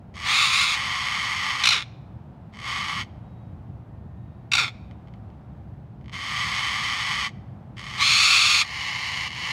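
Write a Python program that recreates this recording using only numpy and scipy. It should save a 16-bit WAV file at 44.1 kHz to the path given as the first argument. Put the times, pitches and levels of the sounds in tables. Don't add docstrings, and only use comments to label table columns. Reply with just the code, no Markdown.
import sys
import numpy as np
from scipy import signal
from scipy.fft import rfft, irfft, next_fast_len
from scipy.io import wavfile
from scipy.ndimage import map_coordinates

SR = 44100
rng = np.random.default_rng(int(sys.argv[2]) if len(sys.argv) > 2 else 0)


def generate_wav(signal):
    frames = np.transpose(np.atleast_2d(signal))
    scaled = np.clip(frames, -1, 1) * 32767
    pcm = np.round(scaled).astype(np.int16)
    wavfile.write(sys.argv[1], SR, pcm)


N = 419832


def amp(db):
    return np.exp(np.asarray(db) * (np.log(10) / 20))


def unit(x):
    return x / np.sqrt(np.mean(x ** 2) + 1e-20)


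def along(points, hz):
    f, v = np.transpose(points)
    return np.interp(np.log(hz + 1), np.log(f), v)


def wobble(rate):
    knots = rng.standard_normal(int(N * rate / SR) + 4)
    coarse = np.arange(0, N, 32)
    return np.interp(np.arange(N), coarse, map_coordinates(knots, [coarse * rate / SR]))


def filtered(x, response):
    size = next_fast_len(N + SR // 2)
    return irfft(rfft(x, size) * response(np.fft.rfftfreq(size, 1 / SR)), size)[:N]


def noise(spectrum):
    return unit(filtered(rng.standard_normal(N), lambda hz: amp(along(spectrum, hz))))


def gate(start, end, rise_s, fall_s):
    return np.interp(np.arange(N) / SR, [start - rise_s, start, end, end + fall_s], [0, 1, 1, 0])


def arch(u):
    return -(2 * np.clip(u, 0, 1) - 1) ** 2


def lagging(x, lag_s):
    keep = np.exp(-1 / (lag_s * SR))
    return signal.lfilter([1 - keep], [1, -keep], x)


# (centre before tension [Hz], width before tension [Hz], relative level [dB])
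SHUT_THROAT = [(1040, 175, -8), (2044, 190, -2), (2285, 70, -7), (2936, 270, -6.5), (4340, 620, -14),
               (5310, 480, -20), (6460, 800, -24.5), (9000, 440, -32), (12190, 1950, -45.5)]
GROWL_THROAT = [(1137.4, 163, -2), (1950, 70, -1), (2120, 263, -1.5), (3080, 100, -5.5), (3167, 455, -8),
                (4540, 540, -13), (5420, 290, -16.5), (6415, 384, -19), (7810, 480, -26), (9280, 500, -29),
                (11300, 240, -36), (12830, 2010, -46)]
SNARL_THROAT = [(1120, 118, -6.5), (1310, 145, -3), (2310, 260, -0.5), (2610, 240, -3), (3770, 460, -3),
                (4640, 950, -10.5), (7000, 730, -16), (9350, 670, -22), (13750, 5620, -40.5)]
SCREECH_THROAT = [(710, 70, -22), (1260, 139, -5.5), (2470, 298, -1), (3490, 330, -5.5), (4370, 280, -2),
                  (5440, 450, -13), (6630, 330, -13), (7460, 470, -19), (9190, 860, -24.5),
                  (13120, 2990, -41.5)]
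SQUEAL_HZ, SQUEAL_AT_DB, SQUEAL_HZ_PER_DB = 1105.8, -19, 19
BODY_HZ = 1500
SLACK, TIGHTEN_S = .08, .08


def growls():
    level, mouth, body = effort()
    effort_db = 20 * np.log10(np.maximum(level, amp(-26)))
    squeal = SQUEAL_HZ + SQUEAL_HZ_PER_DB * (effort_db - SQUEAL_AT_DB)
    strain = np.clip(mouth - 1, 0, 1)
    drive = np.clip(level / amp(-33), .3, 1)
    unrest = wobble(110)
    rattle_hz = 500 * np.sqrt(drive) * np.exp(.08 * unrest)
    pitch = np.where(strain > .5, squeal * np.exp(.024 * unrest), rattle_hz)
    voice = folds(pitch, jitter=.225, scatter_db=1.5, rough=0.25)
    voice = voice + (body - 1) * filtered(voice, lambda hz: 1 / np.hypot(1, (hz / BODY_HZ) ** 10))
    spurts = np.sin(2 * np.pi * np.cumsum(82 * np.exp(.2 * unrest)) / SR)
    voice = voice * level * amp(-.5 + .25 * wobble(45) + 8 * (1 - drive) * (spurts - .5))
    slackness = SLACK * (1 - lagging(strain, TIGHTEN_S))
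    tension = 1 + strain * (.6 * (squeal / SQUEAL_HZ - 1) - slackness)
    growled = np.zeros(N)
    for k, modes in enumerate([SHUT_THROAT, GROWL_THROAT, SNARL_THROAT, SCREECH_THROAT]):
        share = np.sqrt(np.clip(1 - abs(mouth - k), 0, 1))
        growled = growled + throat(voice * share, modes, tension)
    return growled


# (start [s], end [s], held effort [dB], softer at first by [dB], swell [s],
#  mouth opening [0 nearly shut, 1 growl], extra body [dB])
GROWL_GESTURES = [(.15, 1.65, -27.2, 14, .14, 1, .5), (2.535, 3.01, -30, 20, .15, 1, 2.5),
                  (6.128, 7.26, -26.7, 10, .26, 1, -.5), (7.774, 8.6, -29, 13, .3, 0.99, 0),
                  (8.639, 9.27, -29.5, 7, .2, 0, 0.016), (9.3, 9.7, -29.3, 8, .17, 0.0091, 0)]
# (start [s], end [s], top effort [dB], softer at both ends by [dB], mouth opening [2 snarl, 3 screech])
SCREAM_GESTURES = [(.29, .5, -19.6, 2.97, 1.996), (.51, .66, -19.3, 3.5, 2), (0.661, .745, -23, 1, 2),
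                   (8.03, 8.61, -18.1, 1.95, 2.99)]
ATTACK_S, RELEASE_S = .018, .05
OPEN_S, CLOSE_S = .06, .03


def effort():
    t = np.arange(N) / SR
    level, mouth, body = np.zeros(N), np.zeros(N), np.zeros(N)
    for start, end, db, softer_db, swell_s, opening, body_db in GROWL_GESTURES:
        on = gate(start, end, ATTACK_S, RELEASE_S)
        still_soft = np.clip(1 - (t - start) / swell_s, 0, 1)
        level = np.maximum(level, on ** 2 * amp(db - softer_db * still_soft))
        mouth = np.maximum(mouth, opening * (on > 0))
        body = body + on * body_db
    for start, end, db, softer_db, opening in SCREAM_GESTURES:
        on = gate(start, end, OPEN_S, CLOSE_S)
        level = np.maximum(level, on * amp(db + softer_db * arch((t - start) / (end - start))))
        mouth = np.maximum(mouth, opening * np.sqrt(on))
    return level, np.clip(mouth, 0, 3), amp(body)


def folds(pitch, jitter, scatter_db, rough):
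    cycles = np.cumsum(pitch) / SR
    chance = rng.standard_normal((int(cycles[-1]), 2))
    at = np.arange(len(chance)) + jitter * chance[:, 0]
    at = np.interp(at, cycles, np.arange(N)).astype(int)
    strength = amp(scatter_db * chance[:, 1]) / np.sqrt(pitch[at])
    pulses = unit(np.bincount(at, strength, N))
    flow = signal.lfilter([1], [1, -np.exp(-1 / (.0006 * SR))], pulses ** 2)
    turbulence = unit(np.sqrt(flow) * rng.standard_normal(N))
    rough = np.clip(rough, 0, 1)
    return np.sqrt(1 - rough) * pulses + np.sqrt(rough) * turbulence


# (frequency before tension [Hz], relative level [dB])
MOUTH_RADIATION = [(200, -13), (520, -3), (750, -2.5), (950, 1.5), (1150, -1), (1600, 0.5), (2000, 0),
                   (3300, .5)]


def throat(x, modes, tension=1):
    hop, size = 256, 1024
    f = np.fft.rfftfreq(size, 1 / SR)
    power = sum(amp(db) ** 2 / (1 + ((f - hz) / width) ** 2) ** 2 for hz, width, db in modes)
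    magnitude = unit(np.sqrt(power) * amp(along(MOUTH_RADIATION, f)))
    cepstrum = irfft(np.log(magnitude + 1e-6))
    cepstrum[1:size // 2] *= 2
    response = np.exp(rfft(cepstrum[:size // 2], size))
    blocks = np.pad(x, (0, -N % hop)).reshape(-1, hop)
    sounding = np.flatnonzero(abs(blocks).max(axis=1) > 1e-7)
    stretch = np.broadcast_to(tension, N)[hop * sounding, None]
    rings = irfft(rfft(blocks[sounding], size) * np.interp(f / stretch, f, response))
    places = hop * sounding[:, None] + np.arange(size)
    return np.bincount(places.ravel(), rings.ravel(), N)[:N]


# (start [s], bursts [count], burst drive [dB], voice drive [dB])
BARK_GESTURES = [(1.637, 5, -11.5, -16.5), (4.517, 4, -14, -16)]
# (centre before tension [Hz], width before tension [Hz], relative level [dB])
FIRST_BARK_THROAT = [(1060, 120, -10), (1370, 270, -9.5), (2370, 340, -2.5), (2940, 100, -4.5),
                     (3785, 470, -3), (4940, 120, -9), (5550, 230, -10), (6570, 1150, -19.5),
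                     (9320, 650, -27), (13120, 3750, -44.5)]
SECOND_BARK_THROAT = [(1138, 320, -12), (1400, 110, -4.5), (2420, 240, 0.5), (3730, 268, -1),
                      (4550, 290, -7.5), (5530, 210, -9.5), (6800, 600, -18.5), (7870, 350, -21.5),
                      (9240, 590, -27.5), (13120, 3750, -42)]


def barks():
    return sum(bark(start, round(count), burst_db, voice_db, modes)
               for (start, count, burst_db, voice_db), modes
               in zip(BARK_GESTURES, [FIRST_BARK_THROAT, SECOND_BARK_THROAT]))


SLIDE_RISE_S, SLIDE_S, SLIDE_RELEASE_S = .016, 0.098, .035
SLIDE_HZ, SLIDE_FALL_S = 702, .085
SLIDE_FADE_DB_PER_S = 174.5
# (frequency [Hz], gain [dB])
SLACK_FOLDS = [(1000, 0), (1400, 3.5), (2400, -1.5), (3700, -2.5), (9000, -3)]


def bark(start, count, burst_db, voice_db, modes):
    onset = start + count / STUTTER_HZ
    t = np.clip(np.arange(N) / SR - onset, -SLIDE_RISE_S, SLIDE_S + SLIDE_RELEASE_S)
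    on = gate(onset, onset + SLIDE_S, SLIDE_RISE_S, SLIDE_RELEASE_S)
    level = on ** 2 * amp(voice_db - SLIDE_FADE_DB_PER_S * t)
    pitch = SLIDE_HZ * np.exp(-t / SLIDE_FALL_S + .01 * wobble(150))
    slide = level * folds(pitch, jitter=0.017, scatter_db=1.9, rough=.22)
    slide = filtered(slide, lambda hz: amp(along(SLACK_FOLDS, hz)))
    tension = (pitch / 650) ** .055
    fundamental = amp(-22) * level * np.sin(2 * np.pi * np.cumsum(pitch) / SR)
    return fundamental + throat(amp(burst_db) * stutter(start, count) + slide, modes, tension)


STUTTER_HZ, BURST_S, STUTTER_ARCH_DB = 58.87, 0.0073, 7


def stutter(start, count):
    t = np.arange(N) / SR - start
    shape = [-.0015, .001, BURST_S * 0.53, BURST_S + .001, BURST_S + 0.0099], [0, 0.92, 1, .3, 0]
    push = np.zeros(N)
    for k in range(count):
        strength = amp(STUTTER_ARCH_DB * arch((k + .5) / count))
        push = push + strength * np.interp(t - k / STUTTER_HZ, *shape)
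    return push * folds(np.full(N, 1100.), jitter=.25, scatter_db=1.5, rough=.45)


# (time [s], strength before a 9.5 dB lift and the throat [dB])
CLICK_PULSES = [(4.9118, -37.5), (5.0739, -45), (5.084, -45), (5.1388, -41), (5.3023, -49), (6.0122, -48),
                (6.044, -45), (6.0595, -39), (6.082, -34), (6.096, -31)]


def clicks():
    pulses = np.zeros(N)
    for s, db in CLICK_PULSES:
        pulses[round(s * SR)] = amp(db + 9.5)
    return filtered(throat(pulses, GROWL_THROAT), lambda hz: amp(along([(3000, 0.5), (12000, -8)], hz)))


# (frequency [Hz], time to fall 60 dB [s])
YARD_DECAY = [(300, .6), (2000, .75), (5000, 0.65), (12000, .35)]


def yard(x, soil_s, soil_db, scatter_db, tail_db):
    t = np.arange(SR) / SR
    hz, when, z = signal.stft(rng.standard_normal(SR), SR, nperseg=256)
    decay = amp(-60 * when / along(YARD_DECAY, hz)[:, None])
    tail = signal.istft(z * decay, SR, nperseg=256)[1][:SR]
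    near = rng.standard_normal(SR) * amp(-60 * t / 0.052) * (t > .002)
    answer = amp(tail_db) * tail / np.linalg.norm(tail) + amp(scatter_db) * near / np.linalg.norm(near)
    bounce = filtered(x, lambda f: amp(soil_db) * np.exp(-2j * np.pi * f * soil_s))
    return x + bounce + signal.oaconvolve(x, answer)[:N]


# (time [s], level before a 0.75 dB lift and random wobble [dB])
TRAFFIC_LEVEL = [(0.0, -41.5), (0.74, -44.5), (3.74, -40.5), (5.7, -42.5), (7.77, -42), (8.38, -45),
                 (9.52, -43)]
# (frequency [Hz], relative level per Hz [dB])
RUMBLE_COLOUR = [(20, -62.5), (30, -39), (42, -18), (65, -3), (100, -1.5), (120, 1), (160, -6.5),
                 (205, -6.5), (255, -15.5), (340, -19), (480, -31.5), (900, -70)]
AIR_COLOUR = [(150, -15), (420, -5.5), (550, -2.5), (750, 0), (1050, -7.5), (1900, -19), (3700, -29),
              (5500, -37.5), (9000, -45.5), (15500, -53)]


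def background():
    level_db = np.interp(np.arange(N) / SR, *np.transpose(TRAFFIC_LEVEL))
    rumble = noise(RUMBLE_COLOUR) * amp(level_db + 0.75 + 0.79 * wobble(12))
    return rumble + noise(AIR_COLOUR) * amp(-55 + 0.66 * wobble(2))


# (start [s], end [s], mean pitch [Hz], peak level [dB])
FAR_WHISTLES = [(3.2, 3.55, 3800, -76), (3.85, 4.5, 1825, -73), (4.15, 4.5, 3770, -81)]


def whistles():
    t = np.arange(N) / SR
    waver = 1 + .002 * wobble(22)
    phase = 2 * np.pi * np.cumsum(waver) / SR
    tones = np.zeros(N)
    for start, end, hz, db in FAR_WHISTLES:
        fade = np.interp(t, [start, start + 0.053, end - .08, end], [0, 1, 1, 0])
        tones = tones + amp(db) * fade * np.sin(hz * phase)
    return tones


def scene():
    squirrel = growls() + amp(-0.57) * barks() + clicks()
    in_yard = yard(squirrel, soil_s=.00263, soil_db=-15.5, scatter_db=-7, tail_db=-27.5)
    return (in_yard + background() + whistles())[None]


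TOP_HZ = 15750


def record(dry):
    return filtered(dry[0], lambda hz: hz < TOP_HZ)[None]


dry = scene()
out = record(dry)
generate_wav(out)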